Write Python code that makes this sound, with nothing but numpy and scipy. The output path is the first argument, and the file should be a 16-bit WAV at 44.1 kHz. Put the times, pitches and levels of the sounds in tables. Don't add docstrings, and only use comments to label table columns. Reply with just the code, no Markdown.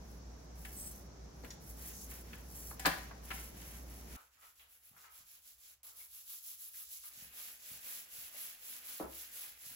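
import sys
import numpy as np
from scipy import signal
from scipy.fft import rfft, irfft, next_fast_len
from scipy.io import wavfile

SR = 44100
rng = np.random.default_rng(int(sys.argv[2]) if len(sys.argv) > 2 else 0)


def inscribe(sig):
    pcm = np.round(np.clip(np.atleast_2d(sig).T, -1, 1) * 32767)
    wavfile.write(sys.argv[1], SR, pcm.astype(np.int16))


N = 429975
TIME = np.arange(N) / SR
SHOWER_FROM_S, POLE_BRUSH_FROM_S = 4.163, 7.09
PORT_LAG_S = .000263
CLACK_LAG_S = .00011


def from_db(db):
    return 10 ** (np.asarray(db) / 20)


def rms_one(x):
    return x / np.sqrt(np.mean(x ** 2) + 1e-20)


def low_passed(x, order, cutoff_hz):
    return signal.sosfilt(signal.butter(order, cutoff_hz, fs=SR, output="sos"), x)


def coloured(x, spectrum):
    hz, db = np.transpose(spectrum)
    size = next_fast_len(N)
    f = np.maximum(np.arange(size // 2 + 1) * SR / size, 1)
    slopes = np.minimum(1, np.minimum(f / hz[0], hz[-1] / f)) ** 2
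    gain = from_db(np.interp(np.log(f), np.log(hz), db)) * slopes
    return rms_one(irfft(rfft(x, size) * gain, size)[..., :N])


def drift(rate_hz):
    knots = rng.standard_normal(int(N / SR * rate_hz * 2) + 2)
    return rms_one(np.interp(TIME * rate_hz * 2, np.arange(len(knots)), knots))


def near(x, lag_s=PORT_LAG_S):
    taps = np.arange(24)
    fractional_delay = np.sinc(taps - lag_s * SR) * np.hanning(len(taps))
    return np.array([x, signal.lfilter(fractional_delay, 1, x)])


def room(x, t60, treble_t60, alike_below_hz):
    t = TIME[:SR]
    noise = rng.standard_normal((2, SR))
    bass = signal.sosfiltfilt(signal.butter(2, alike_below_hz, fs=SR, output="sos"), noise)
    noise = noise - bass + bass[0]
    dull = signal.sosfiltfilt(signal.butter(1, 3500, fs=SR, output="sos"), noise)
    tail = dull * from_db(-60 * t / t60) + (noise - dull) * from_db(-60 * t / treble_t60)
    tail *= np.minimum(t / 0.0048, 1)
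    tail /= np.sqrt(np.sum(tail ** 2, axis=1, keepdims=True))
    return signal.oaconvolve(x[None], tail, axes=1)[:, :N]


def lingering(gain, wet, t60):
    r = from_db(-120 / (t60 * SR))
    held_power = signal.lfilter([1 - r], [1, -r], gain ** 2 + 1e-18)
    return np.sqrt((1 - wet) * gain ** 2 + wet * held_power)


def bristles(spectrum, flicks_per_s, spread_db, clump_db, channels=1):
    shape = (channels, N)
    released = rng.random(shape) < flicks_per_s / SR
    flicks = released * rng.standard_normal(shape) * from_db(spread_db * rng.standard_normal(N))
    bunching_db = clump_db * drift(220) + 2.0 * clump_db * drift(35)
    return coloured(flicks * from_db(bunching_db), spectrum)


def stroke_levels(starts, levels_db, end_s, tops, overlap_s):
    power, speed = np.zeros((len(levels_db), N)), np.zeros(N)
    ends = np.append(starts[1:], end_s)
    for k, (start, end) in enumerate(zip(starts - overlap_s, ends + overlap_s)):
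        span = slice(int(start * SR), int(end * SR))
        fastest = start + tops[k % len(tops)] * (end - start)
        swing = np.sin(np.pi * np.interp(TIME[span], [start, fastest, end], [0, .5, 1]))
        speed[span] += swing
        power[:, span] += (from_db(levels_db)[:, k, None] * swing) ** 2
    return speed, np.sqrt(power)


def strike(times, levels_db, modes, vary_db):
    at, out = np.round(np.asarray(times) * SR).astype(int), np.zeros(N)
    chance = rng.standard_normal((len(at), len(modes)))
    for k, (hz, db, t60) in enumerate(modes):
        blows = np.full(N, 1e-18)
        blows[at] = from_db(levels_db + db + vary_db * chance[:, k]) * (-1) ** k
        r, w = from_db(-60 / (t60 * SR)), 2 * np.pi * hz / SR
        out += signal.lfilter([0, np.sin(w)], [1, -2 * r * np.cos(w), r * r], blows)
    return out


def rattle(times, levels_db, pitches_hz, t60, width):
    out, t = np.zeros((2, N + SR)), TIME[:SR // 4]
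    for s, db, hz in zip(times, levels_db, pitches_hz):
        edges = np.clip([hz / (1 + width), hz * (1 + width)], 20, .45 * SR)
        band = signal.butter(2, edges, "band", fs=SR, output="sos")
        alike = 1 / (1 + (hz / 600) ** 2)
        shared = np.sqrt(alike) * rng.standard_normal(len(t))
        separate = np.sqrt(1 - alike) * rng.standard_normal((2, len(t)))
        burst = rms_one(signal.sosfilt(band, shared + separate))
        out[:, round(s * SR):][:, :len(t)] += burst * from_db(db - 60 * t / t60)
    return out[:, :N]


# (frequency [Hz], relative level [dB], t60 [s])
HEAD_MODES = [(172.7, -12.5, 0.19), (484, -7, 0.023), (984, -6, 0.027), (1727, -3.5, 0.029),
              (2130, -3.5, 0.03), (4260, -10.5, 0.03)]


def plastic(contacts, ring_db, rattle_db, rattle_t60, tick_t60):
    times, levels_db, pitches_hz, tick_db = np.transpose(contacts)
    ring = near(strike(times, levels_db + ring_db, HEAD_MODES, vary_db=3.5), CLACK_LAG_S)
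    body = ring + rattle(times, levels_db + rattle_db, pitches_hz, rattle_t60, width=0.36)
    tick = rattle(times, tick_db - 12.0, np.full(len(times), 11000), tick_t60, width=0.9)[0]
    return body, tick


# (frequency [Hz], relative density [dB per Hz])
RUMBLE_SPECTRUM = [(35, -15.5), (55, 3.5), (90, -8.5), (170, -5.5), (300, -12), (500, -19.5), (900, -50)]
KITCHEN_AIR_SPECTRUM = [(60, -1.5), (200, 4), (650, 4), (1500, -5.5), (3000, -16), (4400, -11), (5900, -4),
                        (7700, -17), (11000, -36.5)]
HUM_HZ, HUM_DB = 59.5, -53.5


def kitchen_background():
    waver = from_db(1.4 * drift(5))
    hum = from_db(HUM_DB) * waver * np.sqrt(2) * np.sin(2 * np.pi * HUM_HZ * TIME + .15 * drift(6.7))
    rumble = from_db(-56.5) * coloured(rng.standard_normal(N), RUMBLE_SPECTRUM)
    air = from_db(-59.5) * coloured(rng.standard_normal((2, N)), KITCHEN_AIR_SPECTRUM)
    return (hum + rumble) * from_db([[-.4], [.4]]) + air


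# (frequency [Hz], relative density [dB per Hz])
BATHROOM_AIR_SPECTRUM = [(25, 5), (45, 7), (66, 17), (95, 6), (200, -14), (1500, -5)]


def bathroom_air():
    return from_db(-81.5) * coloured(rng.standard_normal(N), BATHROOM_AIR_SPECTRUM)


# (time [s], relative level [dB])
THUDS = [(4.908, -63.5), (5.2, -70), (7.17, -63), (7.218, -57.5), (7.71, -56), (8.179, -62), (9.66, -60),
         (9.711, -62)]
# (frequency [Hz], relative level [dB], t60 [s])
FLOOR_MODES = [(66.5, -7, 0.14), (128, -4, 0.072), (175, -9, 0.097), (243, -10, 0.078)]


def floor_thuds():
    return from_db(2.5) * strike(*np.transpose(THUDS), FLOOR_MODES, vary_db=1.0)


# (time [s], relative body level [dB], pitch [Hz], relative tick level [dB])
KNOCKS = [(4.595, -63, 2700, -58), (4.964, -63.5, 1400, -85), (5.036, -61, 1260, -72),
          (6.742, -65, 1900, -56), (7.035, -64.5, 1250, -74), (8.345, -63.5, 740, -62)]


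def tile_knocks():
    return plastic(KNOCKS, ring_db=-30, rattle_db=2.5, rattle_t60=0.11, tick_t60=0.023)


# (start [s], end [s], relative level [dB])
SILL_SCRAPES = [(4.365, 4.4, -70), (4.405, 4.46, -62.5), (4.96, 5.25, -73), (5.025, 5.075, -66)]
# (frequency [Hz], relative level [dB], t60 [s])
SILL_MODES = [(1040, 3, 0.04), (1285, 3.5, 0.12), (1460, -3, 0.061)]
SILL_SLIPS_PER_S, SILL_SPREAD_DB, SILL_GRIT_HZ = 600, 2.5, 1530


def sill_scrapes():
    times, levels_db = [], []
    for start, end, db in SILL_SCRAPES:
        slips = int(SILL_SLIPS_PER_S * (end - start))
        places = rng.random(slips)
        swell_db = 10 * np.log10(np.sin(np.pi * places))
        times.extend(start + places * (end - start))
        levels_db.extend(db + swell_db + SILL_SPREAD_DB * rng.standard_normal(slips))
    levels_db = np.array(levels_db)
    pitches_hz = SILL_GRIT_HZ * 2 ** (0.48 * rng.standard_normal(len(times)))
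    hollow = near(strike(times, levels_db - 14.5, SILL_MODES, vary_db=3.0))
    return hollow + rattle(times, levels_db - 4, pitches_hz, t60=0.033, width=0.61)


# (time [s], relative level [dB], pitch [Hz])
BUMPS = [(8.9982, -35.5, 900), (9.005, -34.5, 310), (9.009, -35.5, 480), (9.023, -38, 704),
         (9.047, -40, 400)]
# (frequency [Hz], relative level [dB], t60 [s])
SCREEN_MODES = [(270, -7, 0.03), (370, -3, 0.03), (490, -7, 0.073), (795, -14, 0.03), (1170, -17, 0.027)]
BUMP_SOFT_HZ = 1160
BEND_DB, BEND_FROM_HZ, BEND_TO_HZ = -36, 1644, 320
BEND_DROP_S, BEND_SWELL_S = 0.0018, 0.0054


def glass_bump():
    times, levels_db, pitches_hz = np.transpose(BUMPS)
    t = np.maximum(TIME - times[0], 0)
    hz = BEND_TO_HZ + (BEND_FROM_HZ - BEND_TO_HZ) * np.exp(-t / BEND_DROP_S)
    fade = np.exp(np.maximum(.5 - .5 * (t / BEND_SWELL_S) ** 2 / 2, -60))
    swell = np.sqrt(t / BEND_SWELL_S) * fade
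    bend = from_db(BEND_DB) * swell * np.sin(2 * np.pi * np.cumsum(hz * (t > 0)) / SR)
    pane = strike(times, levels_db - 5, SCREEN_MODES, vary_db=0.5)
    chatter = rattle(times, levels_db - 6, pitches_hz, t60=0.1, width=1.0)
    return bend + low_passed(pane + chatter, 2, BUMP_SOFT_HZ)


# (time [s], relative level [dB])
SWAY = [(9.036, -54)]
# (frequency [Hz], relative level [dB], t60 [s])
SWAY_MODES = [(64.6, 2.2, 0.56)]


def glass_sway():
    return strike(*np.transpose(SWAY), SWAY_MODES, vary_db=0)


# (time [s], relative level [dB])
LOCK = [(1.5052, -45)]
# (frequency [Hz], relative level [dB], t60 [s])
LOCK_MODES = [(1870, -17, 0.17), (5770, -0.5, 0.063), (6900, -1, 0.044)]


def pole_lock():
    return strike(*np.transpose(LOCK), LOCK_MODES, vary_db=0)


# (frequency [Hz], relative level [dB], t60 [s])
POLE_MODES = [(781, -5.5, 0.44), (1010, -7.5, 0.15), (1490, -14.5, .3), (1720, -15.5, .3),
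              (1937, -5.5, .36), (2280, -8, 0.29), (4915, -13, 0.31), (5620, -15.5, .25)]
POLE_RING_DB = -18.5
POLE_SPLIT = 0.032


def pole_ring(clacks):
    times, *_, passed_db = np.transpose(clacks)
    twins = [(hz * (1 - POLE_SPLIT), db, t60) for hz, db, t60 in POLE_MODES]
    return strike(times, passed_db + POLE_RING_DB, POLE_MODES + twins, vary_db=4.0)


REBOUND_S, REBOUND_FOLLOWS = 0.0042, .28
REBOUND_LOSS_DB, REBOUND_PITCH_RATIO, REBOUND_TICK_GAIN_DB = 2.5, 0.798, 0.5


def rebounding(clacks, count):
    uneven = rng.uniform(.85, 1.15, (len(clacks), count))
    levels_db = np.array(clacks)[:, 1]
    gaps_s = REBOUND_S * from_db(REBOUND_FOLLOWS * (levels_db - levels_db.max()))
    contacts = []
    for i, (s, db, hz, tick_db, _) in enumerate(clacks):
        for k in range(count):
            contacts.append((s + gaps_s[i] * k * uneven[i, k],
                             db - REBOUND_LOSS_DB * k,
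                             hz * REBOUND_PITCH_RATIO ** k,
                             tick_db + REBOUND_TICK_GAIN_DB * k))
    return contacts


# (time [s], relative body level [dB], pitch [Hz],
#  relative tick level [dB], relative level passed on to the pole [dB])
CLACKS = [(.649, -38.5, 2680, -39.5, -43), (1.437, -37, 450, -52, -59), (1.446, -41.5, 2300, -44, -66),
          (1.505, -41.5, 5530, -57, -70), (2.115, -45, 2100, -49, -52), (2.331, -40, 2500, -54, -62),
          (2.709, -38, 1200, -52, -52.5), (2.795, -42, 2980, -29, -32), (2.8502, -20.5, 1450, -59.5, -38.5),
          (2.8567, -16, 1800, -18.5, -22.5), (2.8565, -21, 4100, -45.5, -45),
          (2.8597, -20, 850, -30, -27.5), (2.866, -22, 325, -30.5, -37), (2.8725, -22.5, 1500, -40.5, -34),
          (2.916, -33.5, 2400, -50, -39), (3.11, -37.5, 1280, -69, -50), (3.305, -32, 1750, -60, -37),
          (3.31, -29.5, 2200, -58, -39)]


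def clacks_and_lock():
    contacts = rebounding(CLACKS, count=4)
    body, tick = plastic(contacts, ring_db=-14.0, rattle_db=-10.0, rattle_t60=0.057, tick_t60=.022)
    metal, lock = pole_ring(CLACKS), pole_lock()
    direct = body + near(tick) + near(metal, CLACK_LAG_S) + lock
    reflected = from_db(-5.0) * room(body[0] + metal + lock + tick, 0.45, 0.37, 310)
    return (direct + reflected) * from_db([[.8], [-.8]])


# (start [s], end [s], frequency [Hz], relative bandwidth [ratio], relative level [dB])
SINGING_RUBS = [(0.739, 0.943, 8140, 0.017, -50.5), (0.91, 1.015, 6000, .03, -62),
                (1.85, 2.092, 6540, 0.2, -54.5)]


def singing_rubs():
    out = np.zeros((2, N))
    for start, end, hz, width, db in SINGING_RUBS:
        at, size = round(start * SR), round((end - start) * SR)
        edges = [hz / (1 + width / 2), hz * (1 + width / 2)]
        band = signal.butter(1, edges, "band", fs=SR, output="sos")
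        tone = rms_one(signal.sosfilt(band, rng.standard_normal((2, size))))
        out[:, at:at + size] += from_db(db) * np.sqrt(np.hanning(size)) * tone
    return out * from_db(2.0 * drift(25.17) + 1.2 * drift(110) - 1.0)


# (time [s], relative level [dB])
SLIDE = [(0.0, -72), (0.106, -65.5), (0.22, -75), (0.544, -74), (0.558, -61), (0.818, -46), (0.938, -54),
         (1.092, -78), (1.318, -75.5), (1.456, -63), (1.526, -61), (1.59, -77)]
SLIDE_RASP_DB, SLIDE_RASP_FOLLOWS = -76, 0.27
# (start [s], relative hiss level [dB], relative rasp level [dB])
SWEEPS = [(1.615, -54.5, -72), (1.775, -48.5, -61.5), (1.965, -50.5, -75), (2.075, -50, -61),
          (2.215, -59, -65), (2.47, -47.5, -68), (2.775, -54.5, -56.5), (3.11, -67.5, -69),
          (3.235, -48, -58), (3.51, -52, -61), (3.85, -56, -66), (4.076, -54.5, -59.5)]


def dry_friction():
    times, levels_db = np.transpose(SLIDE)
    hiss_db = np.interp(TIME, times, levels_db)
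    rasp_db = SLIDE_RASP_DB + SLIDE_RASP_FOLLOWS * (hiss_db - levels_db.mean())
    slide = from_db([hiss_db, rasp_db]) * (TIME < times[-1])
    starts, *sweep_db = np.transpose(SWEEPS)
    _, sweep = stroke_levels(starts, sweep_db, end_s=4.22, tops=[0.49], overlap_s=0.026)
    return np.hypot(slide, sweep)


# (frequency [Hz], relative density [dB per Hz])
DRY_HISS_SPECTRUM = [(4000, -14), (6000, -1), (7400, -4.5), (9200, -3), (10800, 5), (12500, 1.5),
                     (15500, 1)]
DRY_RASP_SPECTRUM = [(500, -4.5), (1000, -1), (1900, 6.5), (3000, 3), (4500, -2), (7000, -0.5), (9000, -27)]


def dry_brush():
    hiss_gain, rasp_gain = dry_friction()
    hiss_grain = bristles(DRY_HISS_SPECTRUM, 15000, 0.89, 0.83)[0]
    hiss = from_db(-0.5) * lingering(hiss_gain, wet=0.083, t60=0.32) * hiss_grain
    rasp = from_db(2.5) * rasp_gain * bristles(DRY_RASP_SPECTRUM, 9000, 1.2, 0.4, channels=2)
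    return near(hiss) + rasp


# (start [s], end [s], relative level [dB])
SCUFFS = [(4.14, 4.272, -64.5), (4.59, 4.716, -72), (4.91, 5.316, -71.5), (5.826, 6.033, -70)]
# (frequency [Hz], relative density [dB per Hz])
SCUFF_SPECTRUM = [(350, -7.5), (600, -2.5), (1300, 2.5)]
SCUFF_ATTACK_S = 0.016


def scuffs():
    gain = np.zeros(N)
    for start, end, db in SCUFFS:
        gain += from_db(db) * np.interp(TIME, [start, start + SCUFF_ATTACK_S, end], [0, 1, 0])
    return gain * near(bristles(SCUFF_SPECTRUM, 2000, 2, 1)[0])


# (start [s], relative tip hiss level [dB], relative rasp level [dB])
HAND_STROKES = [(4.07, -70, -71.5), (4.315, -75, -72), (4.385, -65.5, -68), (4.545, -67, -67.5),
                (4.67, -65.5, -69), (4.812, -64.5, -67.5), (4.94, -65, -65), (5.097, -61, -61.5),
                (5.245, -61.5, -61.5), (5.416, -61, -63), (5.563, -62, -63), (5.778, -55.5, -59.5),
                (5.938, -55.5, -58.5), (6.09, -55, -58), (6.25, -51, -54), (6.413, -51, -55.5),
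                (6.572, -52, -57), (6.716, -51, -54.5), (6.874, -52, -56), (7.012, -52.5, -55)]
HAND_RUB_DB = -79.5
HAND_PAUSE_FROM_S, HAND_PAUSE_TO_S = 5.745, 5.831


def hand_brush():
    starts, hiss_db, rasp_db = np.transpose(HAND_STROKES)
    levels_db = [hiss_db, rasp_db, np.full(len(starts), HAND_RUB_DB)]
    speed, gains = stroke_levels(starts, levels_db, end_s=7.13, tops=[0.45], overlap_s=0.014)
    sounding = (TIME < HAND_PAUSE_FROM_S) | (TIME > HAND_PAUSE_TO_S)
    return speed, gains * sounding


# (start [s], relative tip hiss level [dB])
POLE_STROKES = [(7.07, -57), (7.318, -51.5), (7.587, -53), (7.813, -49), (8.068, -51.5), (8.316, -49.5),
                (8.578, -51.5), (8.817, -50.5), (9.062, -52.5), (9.299, -50.5), (9.553, -54)]
POLE_END_S, PULL_TOP, PUSH_TOP = 9.8, 0.59, 0.37
POLE_OVERLAP_S, POLE_DRAG_S = 0.019, 0.062
POLE_RASP_DB, POLE_RASP_FOLLOWS = -53, 0.88
POLE_RUB_DB, POLE_RUB_FOLLOWS = -66.5, 0.59


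def pole_brush():
    starts, hiss_db = np.transpose(POLE_STROKES)
    effort_db = hiss_db - hiss_db.mean()
    rasp_db = POLE_RASP_DB + POLE_RASP_FOLLOWS * effort_db
    rub_db = POLE_RUB_DB + POLE_RUB_FOLLOWS * effort_db
    tops = [PULL_TOP, PUSH_TOP]
    speed, gains = stroke_levels(starts, [hiss_db, rasp_db], POLE_END_S, tops, POLE_OVERLAP_S)
    _, rub = stroke_levels(starts, [rub_db], POLE_END_S, tops, POLE_DRAG_S)
    return speed, np.vstack([gains, rub])


def both_brushes():
    return [np.where(TIME < POLE_BRUSH_FROM_S, hand, pole) for hand, pole in zip(hand_brush(), pole_brush())]


TUFTS_PER_S, TUFT_RING_CYCLES, TUFT_PATCHY_DB = 45, 55, 4
TUFT_LOW_HZ, TUFT_HIGH_HZ = 2064, 7980


def tufts(speed, count):
    out = np.zeros((2, N))
    for hz in np.geomspace(TUFT_LOW_HZ, TUFT_HIGH_HZ, count):
        times = np.sort(rng.uniform(SHOWER_FROM_S, TIME[-1], 4000))
        chance = TUFTS_PER_S * speed[(times * SR).astype(int)] * np.ptp(times) / len(times)
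        kept = rng.random(len(times)) < chance
        mode = (hz, 0, TUFT_RING_CYCLES / hz)
        snaps = strike(times, np.where(kept, 0, -200), [mode], vary_db=3)
        angle = rng.uniform(0, 2 * np.pi)
        patchy = rms_one(snaps) * from_db(TUFT_PATCHY_DB * drift(5))
        out += np.outer([np.cos(angle), np.sin(angle)], patchy)
    return rms_one(out)


# (frequency [Hz], relative density [dB per Hz])
TIP_HISS_SPECTRUM = [(6500, -91), (7600, -12.5), (8300, -17), (9300, -6), (10500, 1.5), (13000, -2),
                     (15000, -0.5), (16000, -5.5)]
RASP_SPECTRUM = [(1200, -7.5), (2000, -10), (3200, 1.5), (4400, 2.5), (6000, 4.5), (7800, 5.5), (9000, -15)]
RUB_SPECTRUM = [(150, -5.5), (350, -8.5), (500, -4.5), (800, -4.5), (1050, -9), (1700, 0.5), (2600, 2.5)]
TUFT_DB = -14


def scrubbing():
    speed, (hiss_gain, rasp_gain, rub_gain) = both_brushes()
    flicks_per_s = 16000 * (.4 + speed * .6)
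    hiss_grain = bristles(TIP_HISS_SPECTRUM, flicks_per_s, 1.0, 0.21)[0]
    hiss = lingering(hiss_gain, wet=0.37, t60=0.18) * hiss_grain
    fine_grain = from_db(0.5) * bristles(RASP_SPECTRUM, flicks_per_s * .6, 0.35, 0.23, channels=2)
    rasp_grain = fine_grain + from_db(TUFT_DB) * tufts(speed, count=24)
    rasp = lingering(rasp_gain, wet=0.43, t60=0.33) * rasp_grain
    rub_grain = bristles(RUB_SPECTRUM, flicks_per_s * .3, 2.9, 0.57, channels=2)
    rub = lingering(rub_gain, wet=0.28, t60=0.35) * rub_grain
    dull = low_passed(rasp, 1, 3500)
    lean_db = 2.0 * drift(9.4) + np.where(TIME < POLE_BRUSH_FROM_S, -1.2, .5)
    tilted_rasp = dull * from_db(lean_db) + (rasp - dull) * from_db(-lean_db)
    scattered = from_db(-2.5) * tilted_rasp + from_db(4.5) * rub
    walls = from_db(-4.0) * room(low_passed(scattered[0], 2, 2400), 0.18, 0.098, 540)
    crossed = scattered + 0.049 * scattered[::-1]
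    return near(from_db(2.0) * hiss) + (from_db(-2.28) * crossed + walls) * from_db([[-.9], [.9]])


def kitchen():
    return kitchen_background() + dry_brush() + clacks_and_lock()


def shower():
    body, tick = tile_knocks()
    blows = body + glass_bump() + floor_thuds() + sill_scrapes() + scuffs()
    reflected = from_db(1.5) * room(blows[0] + tick, 0.32, 0.4, 260)
    return bathroom_air() + scrubbing() + from_db(-1.0) * blows + near(tick) + glass_sway() + reflected


def scene():
    in_shower = np.clip((TIME - SHOWER_FROM_S) / .006, 0, 1)
    return (1 - in_shower) * kitchen() + in_shower * shower() + singing_rubs()


def record(dry):
    return signal.sosfilt(signal.ellip(12, .1, 80, 15850, fs=SR, output="sos"), dry)


dry = scene()
out = record(dry)
inscribe(out)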